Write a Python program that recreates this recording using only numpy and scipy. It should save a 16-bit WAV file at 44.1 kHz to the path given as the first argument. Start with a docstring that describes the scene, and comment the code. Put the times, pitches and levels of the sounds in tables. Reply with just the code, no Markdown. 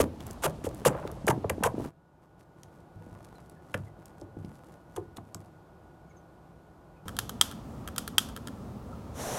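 """Wet squirts and pops come from slime kneaded on a table top, first close by, then further off.
Trapped air tears out through the folds, opening pockets resonate, and the sticky skin ticks as it peels.
Pushes make the table boom, and faint bird-like chirps sound far away. Then, in a rumbling yard,
a piezo lighter is pulled twice, each impact ringing its barrel and grip, and a bundle of match heads
flares up with a rush of gas."""
import sys
import numpy as np
from scipy import signal
from scipy.fft import rfft, irfft, next_fast_len
from scipy.io import wavfile

SR = 44100
rng = np.random.default_rng(int(sys.argv[2]) if len(sys.argv) > 2 else 0)


def inscribe(sig):
    """Save sig as 16-bit PCM at rate SR to the path in sys.argv[1].

    A 1-D sig is mono; a 2-D sig holds one channel per row.
    Samples are clipped to [-1, 1] before scaling.
    """
    pcm = np.round(np.clip(np.atleast_2d(sig).T, -1, 1) * 32767)
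    wavfile.write(sys.argv[1], SR, pcm.astype(np.int16))


N = 413658
TIME = np.arange(N) / SR
FAR_S, YARD_S = 1.891, 7.055  # the slime is further off; the yard begins


def undb(db):
    """Decibels to amplitude ratio."""
    return 10 ** (np.asarray(db) / 20)

def unit(x):
    """Normalisation to rms 1."""
    return x / np.sqrt(np.mean(x ** 2))

def at_hz(points, hz):
    """Interpolation of (frequency_hz, value) points on a log-frequency axis."""
    frequencies, values = np.transpose(points)
    return np.interp(np.log(np.maximum(hz, 1)), np.log(frequencies), values)

def add(track, start_s, sound):
    """Superposition: a sound joins the track at start_s."""
    i = max(int(start_s * SR), 0)
    track[i:i + len(sound)] += sound[:N - i]

def colour(x, points, size=4096):
    """Minimum-phase filtering to a (frequency_hz, density_db) spectrum, at unit power gain."""
    cepstrum = irfft(np.log(undb(at_hz(points, np.fft.rfftfreq(size, 1 / SR)))))
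    cepstrum[1:size // 2] *= 2
    cepstrum[size // 2 + 1:] = 0
    response = irfft(np.exp(rfft(cepstrum)))
    return signal.fftconvolve(x, response / np.linalg.norm(response))[:len(x)]

def octaves(x):
    """Band splitting into overlapping octaves from 32 Hz up: yields (centre_hz, band)."""
    size = next_fast_len(len(x))
    spectrum = rfft(x, size)
    octave = np.log2(np.linspace(1, SR / 2, len(spectrum)) / 32)
    for k in range(10):
        yield 32 * 2 ** k, irfft(spectrum * np.maximum(1 - abs(octave - k), 0), size)[:len(x)]

def waver(rate_hz):
    """Slow random modulation with a spread near 1."""
    steps = rng.standard_normal(4096)
    return np.interp(TIME * rate_hz, np.arange(len(steps)), steps)

def moving_air(spectrum, flicker_db, rate_hz):
    """Fluctuating flow: coloured noise whose octaves waver independently."""
    noise = colour(rng.standard_normal(N), spectrum)
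    return unit(sum(band * undb(flicker_db * waver(rate_hz)) for _, band in octaves(noise)))

def ring(modes, t):
    """Free vibration: each mode is an exponentially damped sine."""
    return sum(undb(db) * np.sin(2 * np.pi * hz * t) * 1000 ** (-t / t60) for hz, db, t60 in modes)

def reverb(x, decay_times, tilt_db, build_s):
    """Diffuse field: each octave has its own decay; the level tilts by tilt_db an octave about 1 kHz."""
    t = TIME[:SR]
    tail = sum(band * 1000 ** (-t / at_hz(decay_times, hz)) * undb(tilt_db * np.log2(hz / 1000))
               for hz, band in octaves(rng.standard_normal(SR)))
    return signal.fftconvolve(x, tail * (1 - np.exp(-t / build_s)) / np.sqrt(SR / 32))[:N]

def ruptures(count, per_s, spread_db):
    """Poisson process: tiny impulses of random sign and unequal size."""
    impulses = (rng.random(count) < per_s / SR) * rng.choice([-1, 1], count)
    return impulses * undb(spread_db * np.minimum(rng.exponential(size=count), 4))

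def tearing(runs, per_s, spread_db, edge=1):
    """Shot noise that swells and fades in each (start_s, length_s, rms_db); a small edge flattens it."""
    out = np.zeros(N)
    for start_s, length_s, db in runs:
        count = int(length_s * SR)
        crackle = ruptures(SR, per_s, spread_db) + rng.standard_normal(SR) / 20
        arch = abs(np.sin(np.linspace(0, np.pi, count))) ** edge
        add(out, start_s, undb(db) * unit(crackle[:count] * arch))
    return out

def pocket(first_hz, last_hz, swell_ms, glide=1.3, overtone_db=-17, wobble=0.19):
    """Cavity resonance: the pitch slides as an opening pocket changes size; soft walls damp it at once."""
    age = TIME[:SR // 15] * 1000 / swell_ms  # 1 at full size
    depth = min(first_hz / 1000, 1)  # the tearing rim flutters most in small, high pockets
    flutter, sway = (depth * np.interp(age, np.arange(200) / 3, rng.standard_normal(200))
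                     for _ in range(2))
    hz = (last_hz + (first_hz - last_hz) * np.exp(-age / glide)) * np.exp(wobble * sway)
    phase = 2 * np.pi * np.cumsum(hz) / SR
    envelope = age * np.exp(1 - age) * (1 + flutter / 2)
    return envelope * (np.sin(phase) + undb(overtone_db) * np.sin(2 * phase))

def swarm(spans, centre_hz, spread, swell_cycles, scatter_db, fall=0.755):
    """Resonance of many pockets of random size in each (start_s, end_s, pockets_per_s, level_db)."""
    out = np.zeros(N)
    for start_s, end_s, per_s, db in spans:
        draws = rng.uniform(-1, 1, (99, 3))[:int((end_s - start_s) * per_s)]
        for k, (jitter, pitch, loudness) in enumerate(draws):
            hz = centre_hz * np.exp(spread * pitch)
            onset_s = start_s + (end_s - start_s) * (k + .5 + jitter / 2) / len(draws)
            pop = pocket(hz, hz * fall, swell_ms=swell_cycles * 1000 / hz)
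            add(out, onset_s, undb(db + scatter_db * loudness) * pop)
    return out


# Squeezes, each a squirt, a small blister, then the big pocket behind it:
# start_s, squirt_length_s, squirt_db, blister_hz, blister_db, pocket_wait_s, pocket_hz, pocket_db
SQUEEZES = [(0.0, 0.02, -29.5, 632, -11, .006, 293, -18.5),
            (0.421, 0.023, -42.5, 1300, -50, .031, 420, -28.5),
            (0.436, .02, -29.5, 2200, -47, 0.024, 810, -21.5),
            (0.454, .012, -31.5, 1204, -28, .011, 607, -22.5),
            (0.639, .036, -45.5, 423, -26.5, 0.028, 517, -22.5),
            (0.849, .036, -27.5, 1700, -20.5, .011, 560, -11.5),
            (1.277, .013, -28.5, 2314, -18.5, .011, 396, -17),
            (1.295, 0.017, -34.5, 1205, -26, .010, 1000, -17.5),
            (1.495, .007, -31, 2710, -28, .006, 563, -23.5), (1.635, .006, -25, 2082, -21, .013, 900, -24),
            (1.64, 0.035, -36, 1477, -22, 0.019, 557.4, -19),
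            (3.740, 0.0097, -43, 2400, -25.5, 0.0056, 520, -31),
            (4.961, 0.0096, -43.5, 1280, -42, 0.018, 408.5, -25),
            (5.163, 0.016, -53, 1306, -52, .018, 256, -36)]
# Spectrum of tearing wet films: frequency_hz, density_db
FILM_SPECTRUM = [(250, -8.5), (600, 2), (1200, 10.5), (1900, -8.5), (2800, 5.5), (4400, -6), (7000, -4),
                 (11500, 1.5), (15500, -8)]

def squirts(froth_per_s=420, froth_db=3, fizz_per_s=900, fizz_db=-1, tear_db=-2):
    """Film rupture: escaping air tears wet films and bursts a froth of bubbles; the tiniest fizz."""
    runs = [row[:3] for row in SQUEEZES]
    froth = swarm([(s, s + length_s, froth_per_s, db + froth_db) for s, length_s, db in runs],
                  centre_hz=1120, spread=.9, swell_cycles=1.1, scatter_db=1)
    fizz = swarm([(s, s + length_s, fizz_per_s, db + fizz_db) for s, length_s, db in runs],
                 centre_hz=9750, spread=.3, swell_cycles=3.1, scatter_db=0)
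    films = colour(tearing(runs, per_s=8100, spread_db=1.5), FILM_SPECTRUM)
    return undb(tear_db) * films + froth + fizz

# Dull plops as a finger sinks in or pulls out: start_s, first_pitch_hz, level_db
PLOPS = [(0.035, 483, -25), (0.061, 423, -31), (0.875, 411, -25), (0.902, 470, -29), (0.950, 965, -28),
         (1.051, 618, -26.5), (1.244, 330, -26.5), (1.274, 760, -22), (1.284, 1250, -20), (1.295, 245, -24),
         (1.327, 484, -27), (1.376, 440, -26), (1.443, 870, -22), (1.453, 220, -27), (1.515, 400, -27.5),
         (1.580, 523.3, -29), (1.608, 364, -27), (1.626, 897, -26), (1.670, 1437, -20), (1.741, 453, -24.5),
         (1.780, 470, -23.5), (1.798, 524, -24.5), (1.856, 450, -29), (3.065, 432, -38),
         (3.750, 300, -28.5), (3.987, 400, -43.5), (4.218, 523, -33.5), (4.368, 458, -31.5),
         (4.445, 333, -32), (4.973, 1357, -37.5), (5.182, 1420, -41), (5.347, 1310, -41.5),
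         (5.355, 384, -39.5)]

def pops(plop_fall=.44, blister_fall=.585, pocket_fall=.66, slump_db=-16, slump_hz=108, slump_s=.01):
    """Cavities resonate, gliding by a fall ratio in pitch; the mass slumps into each gap with a thud."""
    out, t = np.zeros(N), TIME[:SR // 10]
    # start_s, first_hz, last_hz, level_db, swell_ms
    openings = [(s, hz, hz * plop_fall, db, 2.9) for s, hz, db in PLOPS]
    for s, _, _, blister_hz, blister_db, wait_s, hz, db in SQUEEZES:
        openings += [(s + .2 * wait_s, blister_hz, blister_hz * blister_fall, blister_db, 2.3),
                     (s + wait_s, hz / pocket_fall ** .5, hz * pocket_fall ** .5, db, 3.4)]
    for start_s, first_hz, last_hz, db, swell_ms in openings:
        thud_hz = slump_hz * rng.uniform(.8, 1.5)
        slump = t / slump_s * np.exp(1 - t / slump_s) * np.sin(2 * np.pi * thud_hz * t)
        add(out, start_s, undb(db) * pocket(first_hz, last_hz, swell_ms))
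        add(out, start_s + 2 * swell_ms / 1000, undb(db + slump_db) * slump)
    return out

# Hand strokes that rub and peel the slime: start_s, length_s, level_db
STROKES = [(0.0, 0.047, -51), (0.19, 0.18, -63.5), (0.46, 0.051, -59), (0.64, 0.27, -67.5),
           (0.86, .32, -70.5), (1.76, 0.15, -62.5), (2.215, 0.046, -77), (2.37, 0.074, -77),
           (2.56, 0.27, -78.5), (2.95, 0.64, -73.5), (3.61, 0.3, -72.5), (3.97, 0.28, -75.5),
           (4.35, 0.48, -74), (4.88, .19, -75), (5.22, 0.31, -78.5)]
# Spectrum of the dragged mass: frequency_hz, density_db
RUB_SPECTRUM = [(60, -9), (160, 4), (350, -4), (1000, -7), (2000, -20.5), (5000, -33)]

def rubbing(gain_db=14):
    """Friction: each stroke drags the soft mass with a dull squish."""
    return undb(gain_db) * colour(tearing(STROKES, per_s=130, spread_db=3.5, edge=.5), RUB_SPECTRUM)

# Sticky skin letting go: start_s, peak_db, centre_hz
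TICKS = [(0.206, -34.5, 3050), (0.2674, -30, 9490), (0.3095, -31, 7610), (0.332, -41, 11500),
         (0.642, -34, 7000), (0.69, -38.5, 5900), (0.7464, -36, 9000), (1.0754, -31.5, 2460),
         (1.1153, -34.5, 11400), (1.2683, -23, 8000), (2.6333, -35.5, 4900), (3.497, -40.5, 10100),
         (4.0567, -37.5, 9200), (4.2134, -41.5, 4900), (4.448, -41.5, 2580), (5.1697, -32.5, 3380),
         (5.3458, -25.5, 6000)]
# Spectrum of the peeling crackle: frequency_hz, density_db
PEEL_SPECTRUM = [(700, -5), (2500, -3.5), (6000, -2.5), (11000, -1), (15500, -10)]

def peeling(decay_s=.0016, skirt_db=-13, peel_db=-.3, strand_db=4, strands_per_s=45):
    """Adhesive failure: slime leaves skin and table strand by strand, in ticks and a fine crackle."""
    ticks, t = np.zeros(N), TIME[:SR // 20]
    for start_s, db, hz in TICKS:
        burst = rng.standard_normal(len(t)) * np.exp(-t / decay_s)
        tick = colour(burst, [(hz / 10, 2 * skirt_db), (hz, 0), (hz * 3, skirt_db)])
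        add(ticks, start_s, undb(db) * tick / abs(tick).max())
    strands = undb(peel_db + strand_db * waver(strands_per_s))
    crackle = colour(tearing(STROKES, per_s=450, spread_db=4.5, edge=.5), PEEL_SPECTRUM)
    return ticks + strands * crackle

# Spells of steady kneading: start_s, end_s, pockets_per_s, pitch_hz, level_db
KNEADING = [(0.03, 1.87, 28, 520, -42), (0.885, 1.0, 300, 1000, -40), (1.0, 1.11, 200, 850, -43),
            (2.95, 3.55, 34, 750, -52), (3.75, 4.85, 16, 560, -53)]

def gurgle():
    """Cavity resonance in numbers: kneading works tiny pockets loose."""
    return sum(swarm([(start_s, end_s, per_s, db)], hz, spread=.591, swell_cycles=1.8, scatter_db=3)
               for start_s, end_s, per_s, hz, db in KNEADING)

# Reverberation time of the small room: frequency_hz, t60_s
ROOM_DECAY = [(100, 0.5), (500, 0.26), (1500, 0.13), (4000, 0.078), (14000, .14)]

def in_room(x, wet_db, top_hz):
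    """Reverberation: wall reflections join the direct sound, both with the finest treble softened."""
    direct = signal.lfilter(*signal.butter(2, top_hz, fs=SR), x)
    return direct + undb(wet_db) * reverb(direct, ROOM_DECAY, tilt_db=-1, build_s=.0047)

# Spectra of the room's background, close by and further off: frequency_hz, density_db
NEAR_AIR_SPECTRUM = [(25, -9.5), (70, 6.5), (166, 1), (326, -5), (420, -12.5), (820, -10.5), (2000, -29),
                     (2840, -29.5), (11300, -40), (16000, -55)]
FAR_AIR_SPECTRUM = [(25, -23), (55, -0.5), (120, -1.5), (165, 3.5), (215, -6.5), (280, -7.5), (340, -1.5),
                    (400, -9.5), (780, -8.5), (1260, -18), (1500, -21), (1900, -30), (6000, -40),
                    (14000, -43.5), (16000, -58)]

def room_air(near_db=-44, far_db=-53.5, whine_hz=1455, whine_db=-15, dip_db=-8.5, recover_s=.95):
    """Ambient noise: a dull background that dips at FAR_S and comes part way back with a thin whine."""
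    near = moving_air(NEAR_AIR_SPECTRUM, flicker_db=1.5, rate_hz=18)
    whine_phase = 2 * np.pi * np.cumsum(whine_hz + 4 * waver(30)) / SR
    whine = np.sin(whine_phase) * undb(whine_db + 2 * waver(15))
    far = moving_air(FAR_AIR_SPECTRUM, flicker_db=.25, rate_hz=9) + whine
    fade_db = dip_db * np.clip(1 - (TIME - FAR_S) / recover_s, 0, 1)
    return np.where(TIME < FAR_S, undb(near_db) * near, undb(far_db + fade_db) * far)

# Palms pressing the lump on to the table: start_s, level_db
PRESSES = [(2.634, -57), (2.96, -45.5), (3.119, -48), (3.745, -43), (3.797, -43.5), (4.218, -50),
           (4.369, -42), (4.974, -47), (5.176, -52.5), (5.35, -46.5)]
# Modes of the table top: pitch_hz, level_db, t60_s
TABLE_MODES = [(76, 3, 0.16), (99.7, 6, 0.29), (125, -14, 0.48), (161.5, 2, 0.21)]

def table_booms(push_s=.0045):
    """Plate vibration: soft pushes excite the low modes of the table top."""
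    out, t = np.zeros(N), TIME[:SR // 2]
    boom = ring(TABLE_MODES, t) * (1 - np.exp(-t / push_s))
    for start_s, db in PRESSES:
        add(out, start_s, undb(db) * boom)
    return out

# Far-off, bird-like chirps: start_s, pitch_hz, level_db
CHIRPS = [(3.345, 4070, -56), (3.553, 1770, -49), (3.86, 2020, -50), (6.085, 6500, -68), (6.095, 2170, -58),
          (6.155, 6300, -61.5), (6.954, 2490, -57), (8.906, 1312, -32.5)]

def chirps(length_s=.026, fall=.09, direct_db=-19, scattered_db=-5):
    """Scattering: short, slightly falling notes arrive mostly by way of the walls."""
    notes = np.zeros(N)
    along = np.linspace(-1, 1, int(length_s * SR))
    envelope = np.cos(np.pi * along / 2) ** 2
    for start_s, hz, db in CHIRPS:
        phase = 2 * np.pi * np.cumsum(hz * (1 - fall * along)) / SR
        add(notes, start_s, undb(db) * envelope * np.sin(phase))
    scattered = reverb(notes, ROOM_DECAY, tilt_db=4, build_s=.0017)
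    return undb(direct_db) * notes + undb(scattered_db) * scattered

# Spectrum of the yard's background: frequency_hz, density_db
RUMBLE_SPECTRUM = [(25, -26.5), (59, 0), (127, -1.5), (180, -4), (225, -0.5), (330, -11), (560, -14),
                   (1130, -20), (1300, -20.5), (1500, -28.5), (2110, -35.5), (8600, -43), (16000, -49)]

def yard_rumble(level_db=-42):
    """Ambient noise: a distant rumble that wavers slightly."""
    return undb(level_db) * moving_air(RUMBLE_SPECTRUM, flicker_db=.74, rate_hz=10)

# Stages of each trigger pull: finger_lands_s, slack_taken_s, first_catch_s, second_catch_s, hammer_s
PULLS = [(7.0816, 7.1669, 7.1887, 7.2940, 7.4120), (7.876, 7.9620, 7.9810, 8.0776, 8.1816)]
# Impact of each stage in that order, rings relative to the crack: crack_db, barrel_db, grip_db
STAGES = [(-27.5, -10, -1.5), (-29, -10, -6), (-12.5, -16, -8.5), (-22.5, -17, -5), (-4, -4, -10.5)]
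# The released trigger rattling: start_s, level_db
RATTLES = [(7.513, -32.5), (8.2883, -36.5), (8.3637, -29.5), (8.4729, -29.5)]

def trigger_clicks(second_pull_db=-.8, loose_barrel_db=-12, loose_grip_db=-2.5,
                   bounce_s=.01, bounce_db=-9, bounce_grip_db=4.5):
    """Impact and rebound, light contacts bouncing once: rows of start_s, crack_db, barrel_db, grip_db."""
    stages = [(s, db + k * second_pull_db, *rings)
              for k, pull in enumerate(PULLS) for s, (db, *rings) in zip(pull, STAGES)]
    rattles = [(s, db, loose_barrel_db, loose_grip_db) for s, db in RATTLES]
    landings = [(pull[0], STAGES[0][0]) for pull in PULLS]
    bounces = [(s + bounce_s, db + bounce_db, loose_barrel_db, bounce_grip_db)
               for s, db in landings + RATTLES]
    return stages + rattles + bounces

# Modes of the lighter's barrel and grip: pitch_hz, level_db, t60_s
BARREL_MODES = [(2890, -20.5, 0.022), (3217, 10, 0.012), (3367, -10, 0.034), (3550, 0, 0.012),
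                (5700, -17.5, .009), (8660, 10, .006)]
GRIP_MODES = [(1240, -6.5, 0.011), (1343, -0.5, 0.02), (1582, 1, 0.013)]
# Spectra of the direct crack and of the sound reaching the walls: frequency_hz, density_db
CRACK_SPECTRUM = [(250, -20.5), (900, -2), (1600, -1.5), (2100, -5), (3200, -2.5), (5000, -2.5), (7000, -3),
                  (8600, -4), (12500, -1), (13500, -17.5), (16000, -10)]
WALL_SPECTRUM = [(300, -19.5), (1350, 9.5), (2100, -7), (2750, 1), (3270, 8.5), (3900, -2.5), (5200, 0.5),
                 (8600, -1), (12500, 0), (15500, -17.5)]
# Reverberation time of the yard: frequency_hz, t60_s
YARD_DECAY = [(300, .3), (1400, 0.41), (3300, 0.46), (9000, 0.3), (15000, .25)]

def lighter(crack_s=.0025, rise_s=.0011, ground_delay_s=.01, ground_db=-20, walls_db=-3):
    """Impact excitation: a brief chatter of parts rings barrel and grip; ground and walls reflect it."""
    out, blows, t = np.zeros(N), np.zeros(N), TIME[:SR // 10]
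    for start_s, db, barrel_db, grip_db in trigger_clicks():
        crack = colour(rng.standard_normal(len(t)) * np.exp(-t / crack_s), CRACK_SPECTRUM)
        crack *= 3.54 / np.linalg.norm(crack)
        barrel = undb(barrel_db) * ring(BARREL_MODES, t)
        grip = undb(grip_db) * ring(GRIP_MODES, t * rng.uniform(.94, 1.03))
        add(out, start_s, undb(db) * (crack + (barrel + grip) * (1 - np.exp(-t / rise_s))))
        add(blows, start_s, undb([db]))
    add(out, ground_delay_s, undb(ground_db) * out)
    # the yard gathers sound from all sides of the lighter, so its answer is smooth in colour
    walls = reverb(colour(blows, WALL_SPECTRUM), YARD_DECAY, tilt_db=1, build_s=.0031)
    return out + undb(walls_db) * walls

# Swell of the match heads catching: time_s, level_db
FLARE = [(9.13, -67), (9.155, -49), (9.2, -38), (9.26, -37), (9.38, -35.5)]
# Spectrum of the flame: frequency_hz, density_db
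FLAME_SPECTRUM = [(120, -8), (300, -7), (550, 2.5), (1000, -6.5), (1700, -12), (2600, -18), (3800, -17),
                  (4900, -23), (5800, -12), (7800, -18.5), (10000, -18), (12800, -22.5), (15500, -32)]

def matches(sputter_db=-9):
    """Combustion noise: gas rushes from the burning heads and fine sparks sputter in it."""
    times_s, levels_db = np.transpose(FLARE)
    swell = undb(np.interp(TIME, times_s, levels_db)) * (TIME > times_s[0])
    sputter = unit(colour(ruptures(N, per_s=1500, spread_db=1.5), FLAME_SPECTRUM))
    gas = moving_air(FLAME_SPECTRUM, flicker_db=.5, rate_hz=26)
    return swell * (gas + undb(sputter_db) * sputter)


def scene():
    """Superposition: slime in the room, more reverberant further off, then the yard; chirps in both."""
    yard = lighter() + matches() + yard_rumble()
    slime = gurgle() + pops() + squirts() + peeling() + rubbing() + table_booms()
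    air = room_air()
    near = in_room(slime, wet_db=-6, top_hz=14500)
    far = in_room(slime * (TIME > FAR_S), wet_db=-4.5, top_hz=12700)
    room = np.where(TIME < FAR_S, near, far) + air
    return (np.where(TIME < YARD_S, room, yard) + chirps())[None]

def record(dry, ceiling=.8, top_hz=15900):
    """Soft saturation rounds the loudest snaps; a steep low-pass cuts the top."""
    lowpass = signal.ellip(10, .2, 70, top_hz, fs=SR, output="sos")
    return signal.sosfilt(lowpass, ceiling * np.tanh(dry / ceiling))


dry = scene()
out = record(dry)
inscribe(out)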